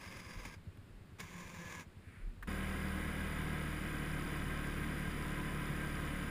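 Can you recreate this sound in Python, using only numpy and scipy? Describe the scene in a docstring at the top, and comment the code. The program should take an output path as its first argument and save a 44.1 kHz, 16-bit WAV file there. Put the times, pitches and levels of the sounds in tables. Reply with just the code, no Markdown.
"""An electric winch whines and rattles over the slow thump of an idling single-cylinder quad bike.
It runs twice to shift the snow plough's blade, while each firing rings the resonances of the silencer.
The scene then cuts to a steady drive along a snowy track: the firings merge into a harmonic drone,
chain and gear impacts ring the frame, gears whine, and blade and tyres rush through the snow.
All is heard from inside a closed case worn by the rider."""
import sys
import numpy as np
from scipy import signal
from scipy.fft import rfft, irfft, next_fast_len
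from scipy.io import wavfile
from scipy.ndimage import map_coordinates

SR = 44100
rng = np.random.default_rng(int(sys.argv[2]) if len(sys.argv) > 2 else 0)


def wav_out(sig):
    """Save sig, one row per channel (or a flat mono array), as 16-bit PCM at SR to the path in sys.argv[1]."""
    wavfile.write(sys.argv[1], SR, np.round(np.clip(np.atleast_2d(sig).T, -1, 1) * 32767).astype(np.int16))


N = 277830
RIDE_START_S, BAND_LIMIT_HZ = 2.472, 15300

# Spectra of friction, combustion and contact. Each row: frequency in Hz, relative level in dB.
SNOW_SPECTRUM = [(15, -2.5), (55, -8), (85, -2), (160, 1), (290, -2), (400, -7.5), (520, -14.5), (750, -19),
                 (2000, -17), (5000, -41.5), (15000, -42)]
SCRAPE_SPECTRUM = [(700, -25), (1500, 1.5), (2300, 0), (3300, -18), (6000, -35), (9800, -15), (12500, -35),
                   (15000, -27)]
CLICK_SPECTRUM = [(300, -19), (800, -11), (1150, 1), (1450, 0), (1750, 2), (2500, -11), (3800, -18),
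                  (6000, -28), (9000, -23), (15000, -21)]
IDLE_SPECTRUM = [(30, -4), (130, -2.5), (300, -9), (750, -22.5), (1600, -21.5), (2300, -24.5),
                 (5000, -34.5), (6000, -43), (6900, -38), (10000, -37.5), (12700, -46), (14000, -38),
                 (15300, -47)]
# Paths of the rattles through frame and case. Each row: frequency in Hz, relative gain in dB.
CLATTER_BODY = [(260, -31), (470, -3.5), (630, -10), (750, -6), (850, -17), (1060, -1), (1170, -9),
                (1290, -2), (1400, -7), (1570, -1), (1820, -6.5), (1970, -3), (2400, -6.5), (2620, -16),
                (3620, -14.5), (4300, -28), (6000, -58)]
CLATTER_TREBLE = [(3500, -28.5), (6400, -10.5), (7750, -17.5), (8350, -5), (9250, -4.5), (9900, 2),
                  (10700, -2.5), (11200, -13.5), (12700, -14), (13300, -5.5), (14100, -3.5), (15300, -13)]
WINCH_BODY = [(110, -13), (190, 2.5), (290, -6), (520, -7), (740, -13.5), (1030, -2.5), (1280, -7),
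              (1400, -16), (1610, -1), (1880, -9), (2100, -2), (2420, -5), (2950, -15), (3400, -13.5),
              (4400, -21.5), (6000, -55)]
WINCH_TREBLE = [(2500, -41), (4350, -13.5), (4780, 2), (5100, -5), (6100, -4.5), (7300, -4.5), (7780, -11),
                (8900, -10), (9930, -5), (10700, -10.5), (12000, -26), (13200, -16), (14100, -6.5),
                (15300, -23)]
# Resonances of the closed case, the microphone in it and the silencer.
# Each row: frequency in Hz, bandwidth in Hz, relative gain in dB.
CASE_MODES = [(1598, 40, 0), (2045, 40, -7), (2485, 70, -8), (3010, 80, -8), (10410, 55, -16),
              (13590, 60, -18)]
TICK_RESONANCES = [(4860, 210, 1.5), (5630, 450, -10.5), (7090, 200, -2)]
SILENCER_MODES = [(42, 13, -9), (79.8, 21.3, -0.5), (97.4, 18.5, 1.5), (168, 46, -11.5), (227, 63, -22)]
# Impacts. Each row: start in seconds, level in dB, time to decay by 60 dB in seconds.
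RIGGING_CLANKS = [(.451, -46, 0.12), (1.196, -45.5, 0.13), (1.202, -42.5, 0.029)]
HANDLEBAR_CLICKS = [(.773, -56, 0.022), (2.426, -47.5, 0.058), (2.431, -50, 0.032)]
# The rider's movements. Each row: centre in seconds, peak in dB, frequency in Hz, half-width in seconds.
RIDER_BUMPS = [(.375, -42.5, 36, 0.022), (.45, -49, 40, 0.057), (.95, -50, 38.66, 0.04),
               (2.268, -36, 33.7, 0.049), (2.45, -45, 42, 0.074)]
# Engine speed, parked (sagging after the winch draws on the battery) and on the track.
# Each row: time in seconds, firings per second.
IDLE_FIRING_RATE = [(.45, 9.92), (.8, 8.7), (1.9, 9.84)]
RIDE_FIRING_RATE = [(2.5, 38), (3.05, 38.7), (4.14, 37.3), (4.21, 37.1), (4.7, 36.7), (5.18, 37.2),
                    (5.71, 37.0), (5.93, 36.7), (6.3, 36.7)]
# Gear and cam chain tones. Each row: multiple of the firing rate, level in dB.
GEAR_ORDERS = [(27, -68), (34, -66), (36, -71), (38, -68.5), (41, -68), (42, -65), (43, -62.5), (53, -70),
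               (55, -64)]
# Final drive whine, rising with ground speed. Each row: time in seconds, frequency in Hz, level in dB.
FINAL_DRIVE_WHINE = [(2.47, 766, -76), (3.0, 853, -66), (3.5, 890, -69), (4.4, 960.5, -83),
                     (5.0, 1001, -62), (5.4, 1012, -57), (6.3, 997.5, -73)]
# Hum, gear mesh and whine of the winch. Each row: multiple of the motor speed, level in dB relative to
# the run, depth of random modulation, share of the groans, share of the squeals.
WINCH_ORDERS = [(1, -9, 0.73, 0.97, 0), (2, -19, 0.5, 0.53, 0), (3, -17, 0.8, 0.67, 0.42),
                (6, -13, 1.2, .2, 0.27), (10, -18.5, 0.2, 0.12, 0.95)]
# Runs of the winch. Each row: start and stop in seconds, nominal motor speed in Hz,
# slowing in Hz per second, level in dB, growth in dB per second.
WINCH_RUNS = [(-.1, 0.544, 189.3, 44.1, -54.5, -1.5), (1.186, 1.819, 181.1, 22.05, -56, 5)]
# Swells of the motor as the cable drags, the gears under strain and the exhaust's fourth harmonic.
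# Each row: centre in seconds, added level in dB, half-width in seconds.
MOTOR_GROANS = [(.15, 7, .05), (.26, 4, 0.027), (1.39, 14.5, 0.069), (1.61, 10, 0.034)]
GEAR_SQUEALS = [(.54, 14, .05), (1.65, 13.5, 0.092), (1.77, 15.5, .05)]
EXHAUST_BOOMS = [(3.5, 7, 0.14), (4.15, 1, 0.11), (5.708, 12, 0.015), (5.831, 3, .035)]
# Exhaust harmonics. Each row: multiple of the firing rate, early level in dB, settled level in dB.
EXHAUST_ORDERS = [(1, -48, -47), (2, -45.5, -49), (4, -51.5, -47.5), (5, -47, -51), (6, -62, -57),
                  (7, -61.5, -60), (8, -58, -55), (9, -66, -57.5), (10, -66, -65), (12, -69, -68.5),
                  (14, -66.5, -72.5), (15, -80, -68.5)]


def amp(db):
    """Amplitude grows tenfold for every 20 dB."""
    return 10 ** (np.asarray(db) / 20)


def unit(x):
    """Normalisation to an rms of 1."""
    return x / np.sqrt(np.mean(x ** 2) + 1e-20)


def clock():
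    """The time of each sample in seconds."""
    return np.arange(N) / SR


def curves(rows):
    """Linear interpolation in time of each column after the first."""
    times, *columns = np.transpose(rows)
    return [np.interp(clock(), times, column) for column in columns]


def wobble(rate):
    """Smooth random fluctuation: a spline through `rate` random values a second."""
    return map_coordinates(rng.standard_normal(int(N * rate / SR) + 4), [clock() * rate])


def bell(centre_s, half_s):
    """A Gaussian envelope, down to 1/e at half_s from its centre."""
    return np.exp(-((clock() - centre_s) / half_s) ** 2)


def humps(rows):
    """Gaussian rises in level, summed in dB."""
    return sum(db * bell(centre_s, half_s) for centre_s, db, half_s in rows)


def throb(turns, depth_db):
    """Periodic amplitude modulation: the gain leaps once a turn, then dies back."""
    return amp(depth_db * (1 - turns % 1) ** 2)


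def filtered(x, response):
    """Linear filtering multiplies the spectrum by a frequency response."""
    size = 2 * next_fast_len(N)
    return irfft(rfft(x, size) * response(np.fft.rfftfreq(size, 1 / SR)), size)[:N]


def coloured(x, spectrum):
    """A minimum-phase filter imposes a spectral shape and preserves the power of white noise."""
    size = 8192
    hz, db = np.transpose(spectrum)
    log_hz = np.log(np.fft.rfftfreq(size, 1 / SR) + 1)
    gain = amp(np.interp(log_hz, np.log(hz), db))
    cepstrum = irfft(np.log(gain))
    cepstrum[1:size // 2] *= 2  # folding onto positive time makes the filter causal
    cepstrum[size // 2 + 1:] = 0
    ring = irfft(np.exp(rfft(cepstrum)))
    return signal.oaconvolve(x, ring / np.linalg.norm(ring))[:N]


def resonate(x, modes):
    """Modal superposition: damped resonators respond in parallel, with alternating signs."""
    def response(f):
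        return sum((-1) ** k * amp(db) * 1j * f * width / (hz * hz - f * f + 1j * f * width)
                   for k, (hz, width, db) in enumerate(modes))
    return filtered(x, response)


def frame_ring(x, t60, ring_db):
    """The frame's closely spaced modes add a short, noise-like metallic decay to each contact."""
    t = np.arange(SR // 10) / SR
    tail = rng.standard_normal(len(t)) * amp(-60 * t / t60)
    ring = signal.oaconvolve(x, tail / np.linalg.norm(tail))[:N]
    return unit(x + amp(ring_db) * ring)


def pulses(times, sizes):
    """Brief forces idealised as impulses."""
    at = np.round(np.asarray(times) * SR).astype(int)
    inside = (at >= 0) & (at < N)
    return np.bincount(at[inside], sizes[inside], N)


def tone(turns, stray, rate):
    """Random modulation of amplitude and phase broadens a spectral line of rms 1."""
    drift = 1 + stray * (wobble(rate) + 1j * wobble(rate))
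    return unit(np.real(drift * np.exp(2j * np.pi * (turns + rng.random()))))


def rattle(turns, scatter_db, jitter_s, count):
    """Quasi-periodic impacts: contacts recur at fixed shaft angles, varying in force and timing."""
    angles = (np.arange(count) + rng.random(count)) / count
    force_db = rng.standard_normal(count)
    cycles = np.arange(int(turns[-1]))[:, None]
    chance = rng.standard_normal((len(cycles), 2, count))
    times = np.interp(cycles + angles, turns, clock()) + jitter_s * chance[:, 0]
    forces = amp(force_db + scatter_db * chance[:, 1])
    return unit(pulses(times.ravel(), forces.ravel()))


def puffs(turns, depth_db):
    """Amplitude-modulated noise that flares once a turn."""
    return unit(rng.standard_normal(N) * throb(turns, depth_db))


def bursts(rows):
    """Damped contacts: noise with a sudden onset and an exponential decay."""
    t = clock()
    envelope = sum((t >= start) * amp(db - 60 * np.abs(t - start) / t60) for start, db, t60 in rows)
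    return rng.standard_normal(N) * envelope


def snow():
    """Friction of blade and tyres on uneven snow makes a broadband rush."""
    return amp(-47 + 0.25 * wobble(14)) * coloured(rng.standard_normal(N), SNOW_SPECTRUM)


def seat_scrape():
    """Sliding friction of clothing on the seat swells and fades as the rider turns."""
    stroke = bell(centre_s=2.14, half_s=0.13)
    return amp(-63.5) * stroke * coloured(rng.standard_normal(N), SCRAPE_SPECTRUM)


def rider_knocks():
    """Contact time sets bandwidth: a hard control clicks, the rider's soft bumps sound low."""
    clicks = coloured(bursts(HANDLEBAR_CLICKS), CLICK_SPECTRUM)
    bumps = sum(amp(db) * bell(centre_s, half_s) * np.cos(2 * np.pi * hz * (clock() - centre_s))
                for centre_s, db, hz, half_s in RIDER_BUMPS)
    return clicks + bumps


def rigging():
    """Impacts in the rigging, as the cable takes up, travel as structure-borne sound."""
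    blows = bursts(RIGGING_CLANKS)
    return coloured(blows, WINCH_BODY) + amp(-9) * coloured(blows, WINCH_TREBLE)


def transmission(turns):
    """Mesh frequency follows shaft speed: the crank for the gears, the wheels for the final drive."""
    gears = sum(amp(db) * tone(round(order) * turns, stray=.7, rate=30) for order, db in GEAR_ORDERS)
    tooth_load = unit(throb(turns, depth_db=4))  # each firing loads the teeth
    drive_hz, drive_db = curves(FINAL_DRIVE_WHINE)
    final_drive = amp(drive_db) * tone(np.cumsum(drive_hz) / SR, stray=.14, rate=8)
    return gears * tooth_load + final_drive


def engine_clatter(turns):
    """Impact excitation: chain and gears ring the frame; each firing sets the closed case ringing."""
    contacts = rattle(turns, scatter_db=3.5, jitter_s=.00005, count=24)
    knock = unit(contacts + amp(1) * rng.standard_normal(N)) * amp(0.37 * wobble(7))
    ticks = rattle(turns, scatter_db=4, jitter_s=.00002, count=18) + amp(6) * puffs(turns, depth_db=3)
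    ticks = frame_ring(ticks, t60=.08, ring_db=-7)
    clatter = amp(-48) * coloured(knock, CLATTER_BODY) + amp(-60) * coloured(ticks, CLATTER_TREBLE)
    case_ring = amp(-56) * unit(resonate(puffs(turns, depth_db=7), CASE_MODES))
    # bright ticking between firings, coloured by the microphone and its case
    offbeat = puffs(turns + .5, depth_db=5.5)
    offbeat += amp(-3) * rattle(turns, scatter_db=4, jitter_s=.0002, count=3)
    bright_ticking = amp(-66) * unit(resonate(offbeat, TICK_RESONANCES))
    return clatter + case_ring + bright_ticking


def winch():
    """An electric motor slows under cable load, lowering its harmonics and the rate of tooth impacts."""
    spin_up_s, spin_up_share = .04, .17  # the motor gains the last share of its speed exponentially
    coast_hz_per_s, coast_db_per_s = 1100, 650  # slowing and fading after switch-off
    out, t = np.zeros(N), clock()
    groan_db, squeal_db = humps(MOTOR_GROANS), humps(GEAR_SQUEALS)
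    for start, stop, nominal_hz, sag_hz_per_s, run_db, growth_db_per_s in WINCH_RUNS:
        powered_s = np.clip(t - start, 0, stop - start)
        coast_s = np.maximum(t - stop, 0)
        spin_up = 1 - spin_up_share * np.exp(-powered_s / spin_up_s)
        hz = (nominal_hz - sag_hz_per_s * powered_s) * spin_up
        hz = np.maximum(hz - coast_hz_per_s * coast_s, hz / 2)
        turns = np.cumsum(hz) / SR
        teeth = rattle(turns / 4, scatter_db=3, jitter_s=.0004, count=20)  # 4:1 reduction gear
        teeth += puffs(turns, depth_db=5)
        snag_db = 1.6 * wobble(90) + .7 * wobble(18)  # the cable winds on unevenly
        teeth = unit(teeth) * amp(snag_db)
        ringing = frame_ring(teeth, t60=.03, ring_db=1)
        grind = amp(-1) * coloured(teeth, WINCH_BODY) + amp(-10) * coloured(ringing, WINCH_TREBLE)
        whine = sum(amp(db + groan * groan_db + squeal * squeal_db)
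                    * tone(round(order) * turns, stray, rate=45)
                    for order, db, stray, groan, squeal in WINCH_ORDERS)
        level_db = run_db + growth_db_per_s * powered_s - coast_db_per_s * coast_s
        out += (grind + whine) * amp(level_db) * (t >= start)
    return out


def idle():
    """Each slow firing excites the silencer's impulse response, a thump over steady running noise."""
    first_firing_s, kick_s = .054, .66
    rate, = curves(IDLE_FIRING_RATE)
    turns = np.cumsum(rate) / SR - first_firing_s * rate[0]
    firing_s = np.interp(np.arange(int(turns[-1])), turns, clock())
    firing_db = 6.5 + 1.7 * rng.standard_normal(len(firing_s))
    firing_db[np.argmin(np.abs(firing_s - kick_s))] += 5  # one harder kick as the winch lets go
    thumps = resonate(pulses(firing_s, amp(firing_db)), SILENCER_MODES)
    return thumps + amp(-58.5) * coloured(unit(rng.standard_normal(N)), IDLE_SPECTRUM)


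def exhaust(turns):
    """Periodic firings form a harmonic series, whose balance shifts as the engine settles."""
    settled = np.interp(clock(), [3.1, 4.1], [0, 1])
    out = np.zeros(N)
    for order, early_db, settled_db in EXHAUST_ORDERS:
        db = early_db + settled * (settled_db - early_db)
        if round(order) == 4:
            db += humps(EXHAUST_BOOMS)
        out += amp(db) * tone(round(order) * turns, stray=0.087, rate=8.9)
    return out


def scene():
    """Sources add by superposition: first the parked machine, then, abruptly, the ride."""
    turns = np.cumsum(curves(RIDE_FIRING_RATE)[0]) / SR  # one turn per firing
    riding = np.clip((clock() - RIDE_START_S) / 0.0024, 0, 1)
    parked = idle() + winch() + rigging() + rider_knocks() + seat_scrape()
    ride = exhaust(turns) + engine_clatter(turns) + transmission(turns) + snow()
    return ((1 - riding) * parked + riding * ride)[None]


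def record(dry):
    """An ideal low-pass filter removes everything above the band limit."""
    return filtered(dry[0], lambda hz: hz < BAND_LIMIT_HZ)[None]


dry = scene()
out = record(dry)
wav_out(out)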